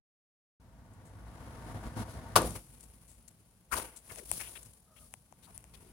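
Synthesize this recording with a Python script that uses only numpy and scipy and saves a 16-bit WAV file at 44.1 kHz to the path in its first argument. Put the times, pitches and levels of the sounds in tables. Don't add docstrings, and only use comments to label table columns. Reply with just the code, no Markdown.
import sys
import numpy as np
from scipy import signal
from scipy.fft import rfft, irfft
from scipy.io import wavfile
from scipy.ndimage import uniform_filter1d

SR = 44100
rng = np.random.default_rng(int(sys.argv[2]) if len(sys.argv) > 2 else 0)


def file_out(sig):
    cols = np.atleast_2d(sig).T
    lim = np.clip(cols, -1, 1)
    pcm = np.round(lim * 32767).astype(np.int16)
    wavfile.write(sys.argv[1], SR, pcm)


N = 261072
TIME = np.arange(N) / SR
HZ = np.fft.rfftfreq(N, 1 / SR)
SEATED_S = 2.3602

# (frequency [Hz], left minus right [dB])
SCENE_BALANCE = [(480, 0.4), (740, 3.5), (1170, 8), (1800, 3.5), (2700, -0.5), (4200, 3.5), (8000, 4),
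                 (9900, 9), (11500, 3), (14000, -4)]
CLOSE_BALANCE = [(400, 13), (700, 21), (1200, 40), (2200, 36), (3500, 26), (7000, 10), (9900, 24),
                 (13000, 3)]
# (frequency [Hz], phase [rad])
LEFT_LEAD = [(50, 0.27), (200, 0.51), (700, 0.032)]

# (frequency [Hz], relative spectral density [dB])
AIR_COLOUR = [(20, -34.5), (45, -4.5), (180, -2), (300, -15), (800, -18.5), (2200, -28), (5000, -27.5),
              (10000, -28.5), (16000, -32.5)]
SKIN_COLOUR = [(55, -2), (100, -9.5), (170, -11.5), (400, -20), (700, -20.5), (1050, -21), (1700, -23),
               (2600, -22.5), (4000, -26), (8000, -22), (9600, -16), (10400, -14), (12000, -23.5),
               (16000, -25.5)]
BRUSH_COLOUR = [(1000, -18), (5500, -11), (7600, 0), (10000, 0), (12500, -14)]
SCRAPE_HISS_COLOUR = [(500, -12), (2500, -4), (4500, -2.5), (7500, -4), (10000, 4), (12000, -6),
                      (16000, -10)]
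STEEL_COLOUR = [(55, 1.5), (105, -0.5), (170, -7), (230, -8), (390, -23.5), (650, -20.5), (930, -20.5),
                (1400, -23.5), (1800, -25), (2400, -32.5), (5000, -35.5), (8500, -37.5), (10100, -30.5),
                (12500, -43.5)]
CHASSIS_COLOUR = [(55, -0.5), (100, -3), (210, -1.5), (380, -3), (650, -0.5), (1200, -3.5), (2000, -13.5),
                  (4000, -18), (7500, -23.5), (10000, -18), (13000, -31)]
CLATTER_COLOUR = [(150, -21.5), (400, -17), (660, -1), (850, -8.5), (1180, 2), (1500, -10.5), (2100, -17),
                  (2950, -14.5), (4500, -11.5), (7000, -17), (10000, -11), (12500, -18), (16000, -25)]

# (peak time [s], rise [s], fade [s], rumble [dB], grind [dB], fizz [dB])
GRIP_RUBS = [(2.466, 0.053, 0.11, -34.5, -71, -48), (2.566, 0.048, 0.046, -45, -49.5, -50),
             (2.701, 0.18, 1.56, -57, -69, -65.5), (3.758, 0.034, 0.16, -45, -41.5, -43),
             (4.13, 0.15, 0.24, -56.5, -59.5, -54.5), (4.335, 0.11, 0.34, -51.5, -57.5, -45.5),
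             (4.49, 0.13, 0.3, -71, -62, -59), (4.67, 0.1, 0.12, -55.5, -73, -76.5),
             (5.019, 0.14, 0.35, -58, -73, -62.5), (5.53, 0.38, 0.71, -57, -68, -67.5),
             (5.8, 0.22, 0.5, -57, -67.5, -67.5)]
# (time [s], rise [s], relative level [dB])
SKIN_BRUSHES = [(.93, 0.0072, -60.5), (1.049, 0.015, -57), (2.505, 0.002, -36.5), (2.805, 0.003, -44.5),
                (2.827, 0.0063, -48), (3.07, 0.025, -52), (3.278, 0.0035, -42), (3.96, 0.0089, -41.5),
                (4.319, 0.0079, -38), (4.629, 0.0018, -41.5), (4.649, 0.007, -49), (4.733, 0.0019, -46)]
# (time [s], length [s], level [dB], resonance at start [Hz],
# resonance at end [Hz], width per filter pass [share of start frequency], hiss over resonance [dB])
HAND_SCRAPES = [(2.552, 0.02, -55, 1080, 880, 0.4, 3), (3.71, 0.045, -35.5, 1290, 1220, 0.53, -9.5),
                (3.719, 0.03, -33.5, 1750, 1730, 1.2, -7), (3.761, 0.032, -38, 1150, 840, 1.3, -1),
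                (3.783, 0.058, -51.5, 1300, 700, 2.2, 1), (4.095, 0.02, -51, 2630, 1700, 0.91, -4),
                (4.108, 0.017, -50.5, 1500, 1040, 1.3, -7), (4.166, 0.043, -51.5, 690, 320, 0.64, -1.5),
                (4.182, 0.018, -53.5, 2040, 2000, 0.7, -9), (4.209, 0.031, -54.5, 520, 380, 0.39, -17),
                (4.393, 0.034, -48.5, 2300, 1400, 1.1, 3.5), (4.407, 0.09, -55, 2100, 2800, 1.1, -8),
                (4.549, 0.033, -51, 2650, 2750, 1.1, -2.5), (4.956, 0.044, -66, 2430, 3400, 0.91, 1),
                (5.421, 0.05, -72, 3700, 4500, 0.48, 10.5), (5.463, 0.055, -62.5, 1050, 710, 0.76, -12),
                (5.54, 0.031, -53.5, 9600, 10400, 0.15, -11.5), (5.734, 0.028, -61, 3000, 4000, 2, 1),
                (5.8, 0.12, -65.5, 405, 345, 0.37, -6.5)]
# (time [s], port ring [dB], snap [dB], crack [dB], knock [dB])
PORT_TICKS = [(2.4189, -16, -45, -39, -29), (4.159, -33, -33, -37.5, -60), (4.1857, -30, -31.5, -37, -47),
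              (4.3153, -5, -20.5, -25.5, -26.5), (4.4121, -22.5, -42, -27.5, -36.5),
              (5.139, -24.5, -33, -31, -38), (5.325, -48, -44, -49.5, -40),
              (5.5782, -22.5, -32, -45.5, -52), (5.6414, -37, -41, -44.5, -49)]

# (time [s], effort [dB])
PUSH_EFFORT = [(0.6, -18), (1.251, -6.5), (1.43, -1), (1.75, 0), (2.35, 0.5)]
# (middle time [s], length [s], rumble [dB], fizz [dB])
LINK_LURCHES = [(1.695, 0.12, -44.5, -65), (1.762, 0.06, -41, -65), (1.856, 0.088, -42, -62.5),
                (2, 0.11, -36.5, -54.5), (2.117, 0.093, -62, -60.5), (2.172, 0.068, -46.5, -65)]
# (frequency [Hz], time to fall 60 dB [s])
CHASSIS_DECAY = [(60, 0.48), (250, 0.37), (700, .36), (1500, 0.38), (4000, 0.48), (10000, 0.82)]
# (frequency [Hz], relative level when struck [dB], lift when rubbed [dB])
AXLE_MODES = [(57, -10, 8.8), (102.4, -5, 8), (134.2, -6, 1), (164, -7, 3.7), (238.8, -2, 5),
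              (319.4, -3.5, 4.2), (352, -5, 2), (429, -4.5, 5.8), (491, -4, 4), (523, -5.5, 5.1),
              (612, -4.5, 0.91), (657, -4.5, 7), (735, -3, 4), (860, -3, 2), (917, -1, 9), (970, -4, 2.8),
              (1060, -1, 0.76), (1115, -3.5, 5.3), (1174, 3.5, 4), (1456, 2, 7), (2193, -15.5, 4.4),
              (2940, -1, 1)]
# (time [s], relative level [dB])
STOP_CONTACTS = [(2.3567, 0.5), (2.36, 4), (2.3623, 2.5), (2.366, -3.5), (2.372, -4), (2.38, -6.5)]


def gain_of(db):
    return 10 ** (np.asarray(db) / 20)


def unit_rms(x):
    return x / np.sqrt(np.mean(np.atleast_2d(x).mean(0) ** 2) + 1e-20)


def read(points, hz):
    f, value = np.transpose(points)
    return np.interp(np.log(hz + 1), np.log(f + 1), value)


def add(mix, s, sound):
    part = mix[..., round(s * SR):][..., :sound.shape[-1]]
    part += sound[..., :part.shape[-1]]


def band(x, low_hz, high_hz):
    return irfft(rfft(x) / (1 + (low_hz / (HZ + 1)) ** 12) / (1 + (HZ / high_hz) ** 12), N)


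def resonate(x, hz, width_hz):
    turn = np.exp(2j * np.pi * np.cumsum(hz) / SR)
    pole = np.exp(-np.pi * width_hz / SR)
    return 2 * (turn * signal.lfilter([1 - pole], [1, -pole], x / turn)).real


def swell(t, rise_s):
    u = np.maximum(t, 0) / rise_s
    return u * np.exp(1 - u)


def ping(hz, rise_s):
    t = np.arange(SR // 4) / SR
    return swell(t, rise_s) ** 4 * np.sin(2 * np.pi * hz * t)


def port_gains(balance, hz):
    lean = gain_of(read(balance, hz) * np.clip(hz / 500, 0, 1) ** 2)
    return np.array([lean, np.ones_like(lean)]) / np.sqrt((1 + lean ** 2) / 2)


def at_mics(drive, colour, balance=SCENE_BALANCE, shared_hz=1100):
    coherence = 0.975 / (1 + (HZ / shared_hz) ** 4)
    left = rfft(drive)
    own_noise = rng.standard_normal(N) * np.sqrt(abs(uniform_filter1d(drive ** 2, size=64)))
    right = coherence * left + np.sqrt(1 - coherence ** 2) * rfft(own_noise)
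    spectra = np.array([left, right]) * port_gains(balance, HZ) * gain_of(read(colour, HZ))
    return unit_rms(irfft(spectra, N))


def grains(per_s, spread_db):
    size = gain_of(spread_db * np.minimum(rng.exponential(1, N), 4))
    return unit_rms(size * rng.choice([-1, 1], N) * (rng.random(N) < per_s / SR))


def slipping(grit, per_s, spread_db, uneven_db):
    catch = unit_rms(band(rng.standard_normal(N), 8, 60))
    gritty_hiss = rng.standard_normal(N) + grit * grains(per_s, spread_db)
    return unit_rms(gritty_hiss * gain_of(uneven_db * catch))


def friction(sound, gains):
    bands_hz = [(42, 270), (270, 3200), (3200, 18000)]
    return sum(unit_rms(band(sound, *edges)) * gain for edges, gain in zip(bands_hz, gains))


def through_steel(x, width_hz=34):
    lift_db = sum(db / (1 + (2 * (HZ - hz) / min(width_hz, hz / 6)) ** 2) for hz, _, db in AXLE_MODES)
    return irfft(rfft(x) * gain_of(lift_db), N)


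def air(start_s=0.599, onset_s=0.0031, level_db=-68.5):
    fade_in = np.clip((TIME - start_s) / onset_s, 0, 1)
    return gain_of(level_db) * fade_in * at_mics(rng.standard_normal(N), AIR_COLOUR)


def squeak(s=4.84, length_s=0.25, hz=620, width_hz=45, partials_db=(-75, -73)):
    tone = sum(gain_of(db) * unit_rms(resonate(rng.standard_normal(N), np.full(N, k * hz), width_hz))
               for k, db in enumerate(partials_db, 1))
    envelope = np.zeros(N)
    add(envelope, s, signal.windows.tukey(round(length_s * SR), 0.5))
    return envelope * tone


def brushes(level_db=-9):
    envelope = sum(gain_of(level_db + db) * swell(TIME - s, rise_s) for s, rise_s, db in SKIN_BRUSHES)
    return envelope * at_mics(grains(per_s=9000, spread_db=5.4), BRUSH_COLOUR, CLOSE_BALANCE)


def port_crackle(fizz, over_fizz_db=2, hz=9750, width_hz=1100, right_db=-20, clump_db=3):
    clumps = gain_of(clump_db * unit_rms(band(rng.standard_normal(N), 10, 45)))
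    slips = grains(per_s=900, spread_db=2.2) * clumps
    centre = np.full(N, hz)
    ring = unit_rms(resonate(resonate(slips, centre, width_hz), centre, width_hz))
    return gain_of(over_fizz_db) * fizz * ring * gain_of([[0], [right_db]])


def rubs(range_db=20):
    power = np.zeros((3, N))
    for s, rise_s, fade_s, *levels_db in GRIP_RUBS:
        stroke = gain_of(-range_db * np.maximum((s - TIME) / rise_s, (TIME - s) / fade_s))
        power += (gain_of(levels_db)[:, None] * stroke) ** 2
    slips = slipping(grit=0.53, per_s=2100, spread_db=5, uneven_db=2)
    skin = through_steel(at_mics(slips, SKIN_COLOUR))
    return friction(skin, np.sqrt(power)) + port_crackle(fizz=np.sqrt(power[-1]))


def scrapes():
    body, hiss_envelope = np.zeros(N), np.zeros(N)
    slips = grains(per_s=8000, spread_db=1.6)
    for s, length_s, db, start_hz, end_hz, breadth, hiss_db in HAND_SCRAPES:
        burst = slips[round(s * SR):][:round(length_s * SR)]
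        hz = np.geomspace(start_hz, end_hz, len(burst))
        for _ in range(3):
            burst = resonate(burst, hz, breadth * start_hz)
        stroke = gain_of(db) * signal.windows.tukey(len(burst), 0.5)
        add(body, s, stroke * unit_rms(burst))
        add(hiss_envelope, s, stroke * gain_of(hiss_db))
    hiss = hiss_envelope * at_mics(slips, SCRAPE_HISS_COLOUR, CLOSE_BALANCE)
    return irfft(rfft(body) * port_gains(CLOSE_BALANCE, HZ), N) + hiss


def bump(s=3.72, hz=57, level_db=-38, rise_s=0.023):
    out = np.zeros(N)
    add(out, s, gain_of(level_db) * ping(hz, rise_s))
    return out


def ticks(right_db=-28):
    out = np.zeros(N)
    shapes = [ping(9580, 0.00021), ping(6930, 0.00032), ping(2350, 0.00043), ping(790, 0.0014)]
    for s, *peaks_db in PORT_TICKS:
        add(out, s, sum(gain_of(db) * shape for db, shape in zip(peaks_db, shapes)))
    return out * gain_of([[0], [right_db]])


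def slide(bands_db=(-48, -53.5, -66), db_per_effort_db=(0.55, 0.92, 1), lurch_grind_db=-8.5,
          onset_s=0.0012, stop_s=0.13, taper=0.72):
    push_s, push_db = np.transpose(PUSH_EFFORT)
    effort_db = np.interp(TIME, push_s, push_db)
    power = np.array([gain_of(db + slope * effort_db) ** 2
                      for db, slope in zip(bands_db, db_per_effort_db)])
    for middle_s, length_s, rumble_db, fizz_db in LINK_LURCHES:
        gains = gain_of([[rumble_db], [rumble_db + lurch_grind_db], [fizz_db]])
        lurch = gains * signal.windows.tukey(round(length_s * SR), taper)
        add(power, middle_s - length_s / 2, lurch ** 2)
    moving = np.interp(TIME, [push_s[0] - onset_s, push_s[0], SEATED_S, SEATED_S + stop_s], [0, 1, 1, 0])
    slips = slipping(grit=0.87, per_s=3000, spread_db=2, uneven_db=1)
    steel = through_steel(at_mics(slips, STEEL_COLOUR))
    return moving * friction(steel, np.sqrt(power))


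def rebound(s=2.406, rise_s=0.026, level_db=-38, low_hz=140, high_hz=720):
    shudder = through_steel(at_mics(rng.standard_normal(N), CHASSIS_COLOUR))
    return gain_of(level_db) * swell(TIME - s, rise_s) ** 2 * unit_rms(band(shudder, low_hz, high_hz))


def chassis(level_db=-28.5, rise_s=0.0015):
    shudder = band(at_mics(rng.standard_normal(N), CHASSIS_COLOUR), 42, 18000)
    hz, t, spectra = signal.stft(shudder, SR, nperseg=512)
    decay = gain_of(-60 * t / read(CHASSIS_DECAY, hz)[:, None])
    tail = signal.istft(spectra * decay, SR, nperseg=512)[1][:, :N]
    out = np.zeros((2, N))
    add(out, SEATED_S, gain_of(level_db) * tail * (1 - np.exp(-TIME / rise_s)))
    return out


def axle(level_db=-31, bass_t60_s=0.73, damping_hz=450, rise_s=0.0006):
    t, out = np.arange(SR) / SR, np.zeros((2, N))
    attack = 1 - np.exp(-t / rise_s)
    for hz, db, _ in AXLE_MODES:
        t60_s = bass_t60_s / (1 + hz / damping_hz)
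        ring = gain_of(level_db + db - 60 * t / t60_s) * np.sin(2 * np.pi * (hz * t + rng.random()))
        add(out, SEATED_S, port_gains(SCENE_BALANCE, hz)[:, None] * ring * attack)
    return out


def clatter(level_db=-21.5, t60_s=0.06):
    power = sum((TIME >= s) * gain_of(db - 60 * np.maximum(TIME - s, 0) / t60_s) ** 2
                for s, db in STOP_CONTACTS)
    return gain_of(level_db) * np.sqrt(power) * at_mics(rng.standard_normal(N), CLATTER_COLOUR)


def scene():
    bed = air()
    link = slide() + clatter() + axle() + chassis() + rebound()
    hand = rubs() + scrapes() + bump() + brushes() + ticks() + squeak()
    return bed + link + hand


def record(dry, edge_hz=16200):
    phase_turn = np.exp(0.5j * read(LEFT_LEAD, HZ) * np.array([[1], [-1]]))
    heard = irfft(rfft(dry) * phase_turn, N)
    lowpass = signal.firwin(511, edge_hz, window=("kaiser", 9), fs=SR)
    return signal.oaconvolve(heard, lowpass[None], "same")


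dry = scene()
out = record(dry)
file_out(out)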